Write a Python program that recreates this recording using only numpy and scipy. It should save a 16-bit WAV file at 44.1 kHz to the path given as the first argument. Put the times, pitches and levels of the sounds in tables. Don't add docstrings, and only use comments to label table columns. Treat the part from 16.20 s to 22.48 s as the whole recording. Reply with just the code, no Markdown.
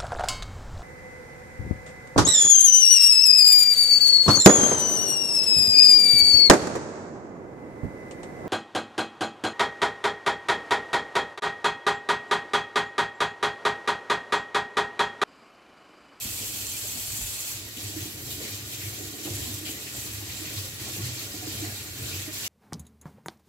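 import sys
import numpy as np
from scipy import signal
from scipy.fft import rfft, irfft
from scipy.io import wavfile
from scipy.ndimage import uniform_filter1d

SR = 44100
rng = np.random.default_rng(int(sys.argv[2]) if len(sys.argv) > 2 else 0)


def wav_record(signal):
    frames = np.transpose(np.atleast_2d(signal))
    bounded = np.clip(frames, -1, 1)
    quanta = np.round(bounded * 32767).astype(np.int16)
    wavfile.write(sys.argv[1], SR, quanta)


N = 276948
TIME = np.arange(N) / SR
FREQ = np.maximum(np.arange(N // 2 + 1) * SR / N, 1)


def spray(hiss_db):
    # frequency_hz, gain_db
    tone = [(3000, -13.5), (5500, -5), (6800, -4.5), (7700, -2), (8400, -4), (9200, -7.5), (10200, -3),
            (11400, 0), (13000, -1.5), (15700, -1)]
    sound = shower(drop_rate=10000, spread_db=2.0, foam_rate=1500, foam_db=1.5,
                   low_hz=6036, high_hz=13930, cycles=45, rise=0.08, wobble_db=4.5, direct_db=-6.0)
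    return steady(colour(sound, tone), span_s=0.088) * undb(hiss_db + 3.5)


def splash(splash_db, caught):
    sound = np.sqrt(1 - caught) * jet_on_steel() + np.sqrt(caught) * jet_on_hands()
    return steady(sound, span_s=0.088) * undb(splash_db + 4.5)


def jet_on_steel():
    # frequency_hz, gain_db
    tone = [(1200, -12), (1750, -12), (2100, -8.5), (2550, -3.5), (3100, -2), (3900, -3), (4380, 2.5),
            (4750, -2), (6000, -2), (8000, -2.5), (14000, -20)]
    # pitch_hz, width_hz, gain_db
    steel_modes = [(2395, 78, -3), (2605, 120, 3.5), (4380, 120, 2), (7250, 190, 1), (7690, 79, 3),
                   (7700, 130, 6), (8200, 250, -4)]
    sound = shower(drop_rate=7000, spread_db=2.0, foam_rate=1500, foam_db=-11.0,
                   low_hz=2179, high_hz=7120, cycles=30, rise=0.055, wobble_db=4.0, direct_db=-3.5)
    steel = 0
    for hz, width, db in steel_modes:
        flicker_db = 5 * np.tanh(walk(rate=33))
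        steel += undb(db + flicker_db) * ring(sound, hz, width)
    return unit(unit(colour(sound, tone)) + undb(-12.5) * unit(steel))


def jet_on_hands():
    # frequency_hz, gain_db
    tone = [(1200, -8), (2000, -11.5), (2650, -1.5), (3400, 0), (4400, 2), (5500, 0.5), (6500, -0.5),
            (8500, -6), (14000, -71)]
    sound = shower(drop_rate=5000, spread_db=2.5, foam_rate=1500, foam_db=-5.5,
                   low_hz=1803, high_hz=7015, cycles=40, rise=0.08, wobble_db=3.0, direct_db=-7)
    return unit(colour(sound, tone))


def spurts(gain_db):
    # start_s, level_db, pitch_hz, width_hz, swell_s
    slaps = [(.035, -49, 2200, 900, 0.017), (.205, -42, 3000, 1490, 0.024), (.755, -51.5, 670, 400, .015),
             (.96, -38, 7300, 1500, 0.023), (1.565, -40.5, 3100, 1800, 0.01),
             (1.755, -47, 1900, 1000, .022), (2.095, -39, 4100, 2300, 0.021), (2.245, -43, 2000, 800, .017),
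             (2.515, -42, 3170, 1800, 0.02), (2.6, -41, 2350, 1100, 0.03), (3.052, -43, 2800, 1300, .012),
             (3.055, -42, 696, 600, 0.017), (3.11, -41, 7000, 1300, .035), (3.17, -49, 1790, 500, .015),
             (3.21, -41, 3200, 1300, 0.026), (3.24, -42, 4000, 900, 0.015), (3.446, -39, 3020, 1200, 0.031),
             (3.449, -36, 4020, 2400, .014), (3.54, -46, 1990, 260, 0.018), (3.662, -41, 2700, 1800, 0.015),
             (3.735, -39, 7540, 1200, .018), (3.74, -47.5, 620, 400, .018), (4.09, -42, 2600, 1400, 0.013),
             (4.16, -40.5, 7550, 1200, 0.022), (4.245, -41, 2510, 1200, 0.023),
             (4.36, -38, 4200, 2000, .015), (4.595, -43, 2000, 1000, .011), (4.66, -50, 646, 350, .018),
             (4.84, -46, 2000, 1500, .018), (4.975, -39, 4400, 700, 0.012), (5.28, -42, 3800, 2000, .026),
             (5.415, -42, 1790, 1300, 0.031), (5.42, -45, 677, 600, .028), (5.545, -40, 4100, 1000, .02),
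             (5.872, -48.5, 1300, 700, .018), (5.875, -40, 4300, 1400, 0.02),
             (5.91, -40.5, 2570, 400, .015), (6.17, -46, 1700, 700, .037), (6.235, -38, 3050, 796, 0.027),
             (6.245, -35, 5800, 3000, .018)]
    drops = shower(drop_rate=6000, spread_db=2.0, foam_rate=900, foam_db=-8,
                   low_hz=1500, high_hz=5210, cycles=36, rise=0.15, wobble_db=2.5, direct_db=2)
    out = np.zeros((2, N))
    for start_s, db, hz, width, swell_s in slaps:
        span = slice(int(start_s * SR), int(start_s * SR) + SR // 4)
        burst = steady(ring(drops[:, span], hz, width), span_s=0.02)
        age = TIME[:burst.shape[1]] / swell_s
        out[:, span] += burst * age * np.exp(1 - age) * undb(db + gain_db)
    return out


def drumming(boom_db, patter_db, caught):
    # frequency_hz, gain_db
    boom_tone = [(22, -28), (42, -14), (65, -3.5), (140, -3.0), (240, -7.5), (1000, 5)]
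    patter_tone = [(40, -35), (120, 5), (200, 10.0), (750, 2.5), (1500, -37.0)]
    bottom = [basin(impacts(rate=300, spread_db=4.5), near_hz=90, octaves=0.71) for _ in range(2)]
    boom = steady(colour(microphones(*bottom), boom_tone), span_s=0.091)
    dense = [basin(impacts(rate=400, spread_db=2.0), near_hz=448, octaves=0.66) for _ in range(2)]
    sparse = [basin(impacts(rate=230, spread_db=2.5), near_hz=423, octaves=0.73) for _ in range(2)]
    shaken = np.sqrt(1 - caught) * unit(np.array(dense)) + np.sqrt(caught) * unit(np.array(sparse))
    patter = steady(colour(microphones(*shaken), patter_tone), span_s=0.061)
    return boom * undb(boom_db + 1.5) + patter * undb(patter_db - 0.5)


def dollops(decay_s, octaves, gain_db, scatter_db):
    # start_s, level_db, pitch_hz
    landings = [(.05, -33, 228), (0.206, -38, 246), (.228, -36, 490), (0.344, -39, 238), (0.454, -40, 394),
                (0.639, -37.5, 393), (.65, -39, 623), (0.751, -35.5, 252), (0.906, -31.5, 99),
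                (0.986, -36, 240), (1.01, -34, 52.3), (1.568, -37, 243), (1.623, -29, 104),
                (1.763, -25.5, 293), (1.785, -31.5, 108), (1.855, -35, 322), (2.205, -33, 506),
                (2.255, -41, 600), (2.315, -38, 105), (2.636, -29.5, 100), (2.805, -34, 337),
                (3.052, -27.5, 335), (3.058, -37, 513), (3.104, -26.5, 103), (3.19, -33, 72),
                (3.275, -31.5, 250), (3.31, -34, 104), (3.431, -34, 315), (3.491, -32.5, 315),
                (3.855, -35, 325), (3.94, -35, 101), (4.023, -34, 307), (4.215, -33, 315),
                (4.361, -26.5, 97), (4.675, -37, 300), (4.782, -33, 170), (4.795, -32, 220),
                (4.83, -25.5, 126), (5.14, -31, 308), (5.218, -39, 754), (5.226, -34, 283),
                (5.271, -29.5, 294), (5.359, -35, 101), (5.421, -25.5, 295), (5.439, -30, 110),
                (5.795, -34, 267), (5.873, -34, 100), (5.95, -27.5, 100), (6.076, -30.5, 304)]
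    out, t = np.zeros(N + SR // 2), TIME[:SR // 2]
    for start_s, db, hz in landings:
        force = rng.standard_normal(len(t)) * np.exp(-t / decay_s)
        force *= undb(scatter_db) / np.linalg.norm(force)
        force[0] += 1
        boom = basin(force, hz, octaves)
        start = int(start_s * SR)
        out[start:start + len(t)] += boom / np.abs(boom).max() * undb(db + gain_db)
    return microphones(out[:N], np.roll(out[:N], SR // 200))


def basin(force, near_hz, octaves):
    # pitch_hz, width_hz, gain_db
    modes = [(47, 20, -22), (74.3, 12.4, -8), (100.9, 13.8, 0.5), (123.4, 12.8, -2), (172, 36, -9),
             (206.4, 41, -6.5), (238.8, 30, -10.5), (308.7, 43.6, -6.5), (345.4, 17.6, -8.5),
             (422, 110, -13.5), (510, 51, -19), (597, 117, -19), (730.5, 23, -10.5)]
    out = 0
    for hz, width, db in modes:
        favour = np.exp(-.5 * (np.log2(hz / near_hz) / octaves) ** 2)
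        out += favour * undb(db) * ring(force, hz, width)
    return out


def gurgle(gurgle_db):
    # frequency_hz, gain_db
    tone = [(250, 8), (500, 0.5), (750, -4), (1000, -3.5), (1300, 0), (1700, 4.5), (2100, 6.5), (3000, -1),
            (6000, -20)]
    # pitch_hz, width_hz, gain_db
    wall_modes = [(617.6, 35, -2), (874, 49, -5), (1217, 71, -4.5), (1433, 54, 1), (1670, 32, -4.5),
                  (1900, 37, 5), (2390, 43, 6)]
    sound = shower(drop_rate=2200, spread_db=3.6, foam_rate=600, foam_db=-10.5,
                   low_hz=497.2, high_hz=2580, cycles=24, rise=0.16, wobble_db=-0.5, direct_db=-9.5)
    walls = sum(undb(db) * ring(sound, hz, width) for hz, width, db in wall_modes)
    blend = unit(colour(sound, tone)) + undb(-12.5) * unit(walls)
    return steady(blend, span_s=0.31) * undb(gurgle_db + 3.5)


def glugs(swell_s, rise_hz_per_s):
    # start_s, peak_db, starting_pitch_hz
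    pockets = [(4.797, -33, 230), (4.965, -43, 210), (5.168, -43, 293)]
    out, t = np.zeros(N), TIME[:SR // 10]
    age = t / swell_s
    envelope = age * np.exp((1 - age ** 2) / 2)
    for start_s, db, hz in pockets:
        chirp = np.sin(2 * np.pi * (hz + rise_hz_per_s * t / 2) * t)
        start = int(start_s * SR)
        out[start:start + len(t)] += chirp * envelope * undb(db)
    return out


def rumble(rumble_db):
    noise = microphones(*rng.standard_normal((2, N)))
    deep = colour(noise, [(10, -30), (24, -14), (33, -8), (42, -2), (60, 3), (120, -15), (400, -70)])
    return steady(deep, span_s=0.11) * undb(rumble_db + 9.5)


def shower(drop_rate, spread_db, foam_rate, foam_db, low_hz, high_hz, cycles, rise, wobble_db, direct_db,
           spots=3, wander_s=0.0005):
    out = 0
    for _ in range(spots):
        drops = unit(impacts(drop_rate / spots, spread_db))
        foam = bubbles(foam_rate / spots, low_hz, high_hz, cycles, rise, spread_db)
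        wobble = undb(wobble_db * np.tanh(walk(rate=60)))
        heard = kitchen((drops + undb(foam_db) * foam) * wobble, direct_db)
        sent_at = (TIME + wander_s * walk(rate=20)) * SR
        out += heard.take(sent_at.astype(int), axis=1, mode="clip")
    return colour(microphones(*out), [(25, -36), (220, -21)])


def impacts(rate, spread_db):
    size = undb(spread_db * np.minimum(rng.exponential(size=N), 5))
    lands = rng.random(N) < rate / SR
    return lands * size * rng.choice([-1, 1], N)


def bubbles(rate, low_hz, high_hz, cycles, rise, spread_db):
    out = np.zeros(N)
    draws = rng.random((16000, 4))[:int(rate * N / SR)]
    for when, pitch, faintness, life in draws:
        hz = low_hz * (high_hz / low_hz) ** pitch
        length = int(cycles * (.5 + life) * SR / hz) + 2
        age, start = np.arange(length) / length, int(when * (N - length))
        phase = 2 * np.pi * hz * length / SR * age * (1 + rise * age / 2)
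        gain = undb(-spread_db * np.log(max(faintness, np.exp(-5))))
        out[start:start + length] += gain * np.sin(phase) * undb(-40 * age)
    return unit(out)


def kitchen(x, direct_db, t60_s=0.18):
    t = TIME[:SR // 2]
    paths = rng.standard_normal((2, len(t))) * undb(-60 * t / t60_s)
    paths[0, 0] += undb(direct_db) * np.linalg.norm(paths[0])
    paths /= np.linalg.norm(paths, axis=1, keepdims=True)
    return signal.fftconvolve(x[None], paths, axes=1)[:, :N]


def microphones(shared, opposed):
    # frequency_hz, narrowness (clipped below to a correlation)
    narrowness = [(25, -2), (65, 6), (200, 4), (300, 0.77), (640, 0.5), (1100, 0), (3100, 0), (6700, 0),
                  (7050, 1), (8600, 0.86), (9500, 0.3), (11800, 0.47), (14200, 0.94)]
    # frequency_hz, left_minus_right_db
    balance = [(60, -0.5), (170, 1), (350, -3.5), (600, 1), (1300, 1.5), (2600, 1.7), (4400, -1.5),
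               (7800, -2.5), (10000, 2.5), (12000, 0.5), (15000, -3)]
    correlation = np.clip(spectrum(narrowness), -.99, .99)
    mid = rfft(shared) * np.sqrt((1 + correlation) / 2)
    side = rfft(opposed) * np.sqrt((1 - correlation) / 2)
    sign = np.array([[1], [-1]])
    return irfft((mid + sign * side) * undb(sign * spectrum(balance) / 2), N)


def surges(table, attack_s, release_s, *base_db):
    power = np.array([undb(db) ** 2 * np.ones(N) for db in base_db])
    for start_s, length_s, *levels_db in table:
        rise = np.clip((TIME - start_s) / attack_s, 0, 1)
        fall = np.exp(-np.maximum(TIME - start_s - length_s, 0) / release_s)
        power += undb(levels_db)[:, None] ** 2 * rise * fall
    return 10 * np.log10(power)


def ring(x, hz, width):
    b, a = signal.iirpeak(hz, hz / max(width, 2), fs=SR)
    return signal.sosfilt([np.r_[b, a], np.r_[b, a]], x + 1e-18)


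def steady(x, span_s):
    power = np.mean(np.atleast_2d(x) ** 2, axis=0)
    return x / np.sqrt(uniform_filter1d(power, max(int(span_s * SR), 8)) + 1e-12)


def walk(rate):
    knots = rng.standard_normal(4096)
    return unit(np.interp(TIME * rate, np.arange(len(knots)), knots))


def colour(x, points):
    return irfft(rfft(x) * undb(spectrum(points)), N)


def spectrum(points):
    hz, value = np.transpose(points)
    return np.interp(np.log(FREQ), np.log(hz), value)


def unit(x):
    return x / np.sqrt(np.mean(x ** 2))


def undb(db):
    return 10 ** (np.asarray(db) / 20)


def scene():
    # start_s, length_s, hiss_db, splash_db
    swells = [(0.9, 0.078, -42, -52), (1.34, 0.056, -53.5, -46), (1.55, 0.17, -44, -45.5),
              (1.75, 0.11, -43.5, -45.5), (1.95, 0.057, -46, -65), (2.04, 0.1, -40.5, -47),
              (2.18, 0.17, -44.5, -43.5), (2.45, 0.26, -43.5, -47), (2.72, 0.17, -45.5, -49.5),
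              (2.98, 0.12, -43.5, -45), (3.09, 0.27, -42, -45), (3.445, 0.071, -40.5, -46.5),
              (3.56, 0.18, -48, -48), (3.73, 0.16, -41.5, -46.5), (3.9, 0.12, -48, -48.5),
              (4.05, 0.23, -47, -45), (4.28, 0.17, -43.5, -44), (4.57, 0.1, -46.5, -43),
              (4.67, 0.1, -41.5, -44.5), (4.8, 0.083, -44, -41), (4.93, 0.11, -44, -43.5),
              (5.1, 0.1, -47, -46), (5.24, 0.22, -44, -43.5), (5.49, 0.14, -46.5, -48.5),
              (5.73, 0.089, -47, -47.5), (5.82, 0.2, -43.5, -43), (6.11, 0.21, -41, -42)]
    # start_s, length_s, boom_db, patter_db
    pours = [(0.02, 0.13, -47.5, -53), (0.17, 0.38, -50.5, -52.5), (0.61, 0.23, -50.5, -57),
             (0.87, 0.22, -47, -56.5), (1.33, 0.14, -46.5, -51), (1.56, 0.31, -46.5, -46.5),
             (1.93, 0.25, -44.5, -47), (2.17, 0.1, -62, -43.5), (2.29, 0.26, -46, -50),
             (2.56, 0.22, -47, -48), (2.77, 0.12, -46.5, -45.5), (2.89, 0.17, -67, -45),
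             (3.055, 0.31, -43.5, -43), (3.39, 0.15, -49.5, -45.5), (3.54, 0.22, -55, -51),
             (3.74, 0.41, -45.5, -51), (4.18, 0.21, -47.5, -46.5), (4.41, 0.16, -47, -59),
             (4.58, 0.19, -46.5, -46.5), (4.76, 0.14, -38, -46.5), (4.94, 0.3, -47, -48.5),
             (5.23, 0.29, -44, -45), (5.58, 0.16, -46, -51), (5.77, 0.18, -40, -45.5),
             (6.01, 0.2, -48.5, -55.5)]
    catch_s, catch_takes_s, caught_share = 1.33, 0.075, 0.94
    swell_attack_s, swell_release_s = 0.058, 0.038
    pour_attack_s, pour_release_s = 0.037, 0.029
    trickle_boom_db, trickle_patter_db = -56, -59
    free_splash_db, gather_db_per_s = -41, 0.8

    reach = np.clip((TIME - catch_s) / catch_takes_s, 0, 1)
    caught = reach * caught_share

    def handover(free, held):
        return free + (held - free) * reach

    even_hiss_db = handover(free=-38, held=-46.5)
    even_splash_db = handover(free=free_splash_db, held=-48.5)
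    hiss_db, splash_db = surges(swells, swell_attack_s, swell_release_s, even_hiss_db, even_splash_db)
    gurgle_db = -53.5 + 0.19 * (splash_db - free_splash_db) + gather_db_per_s * TIME
    boom_db, patter_db = surges(pours, pour_attack_s, pour_release_s, trickle_boom_db, trickle_patter_db)
    water = spray(hiss_db) + splash(splash_db, caught) + gurgle(gurgle_db) + spurts(gain_db=-1)
    water += glugs(swell_s=0.0081, rise_hz_per_s=9900)
    sink = drumming(boom_db, patter_db, caught)
    sink += dollops(decay_s=0.003, octaves=0.17, gain_db=-4.0, scatter_db=-7)
    return water + sink + rumble(boom_db + handover(free=-15, held=-25))


def record(dry):
    top_hz = 15750
    return signal.sosfilt(signal.ellip(12, .2, 80, top_hz, fs=SR, output="sos"), dry)


dry = scene()
out = record(dry)
wav_record(out)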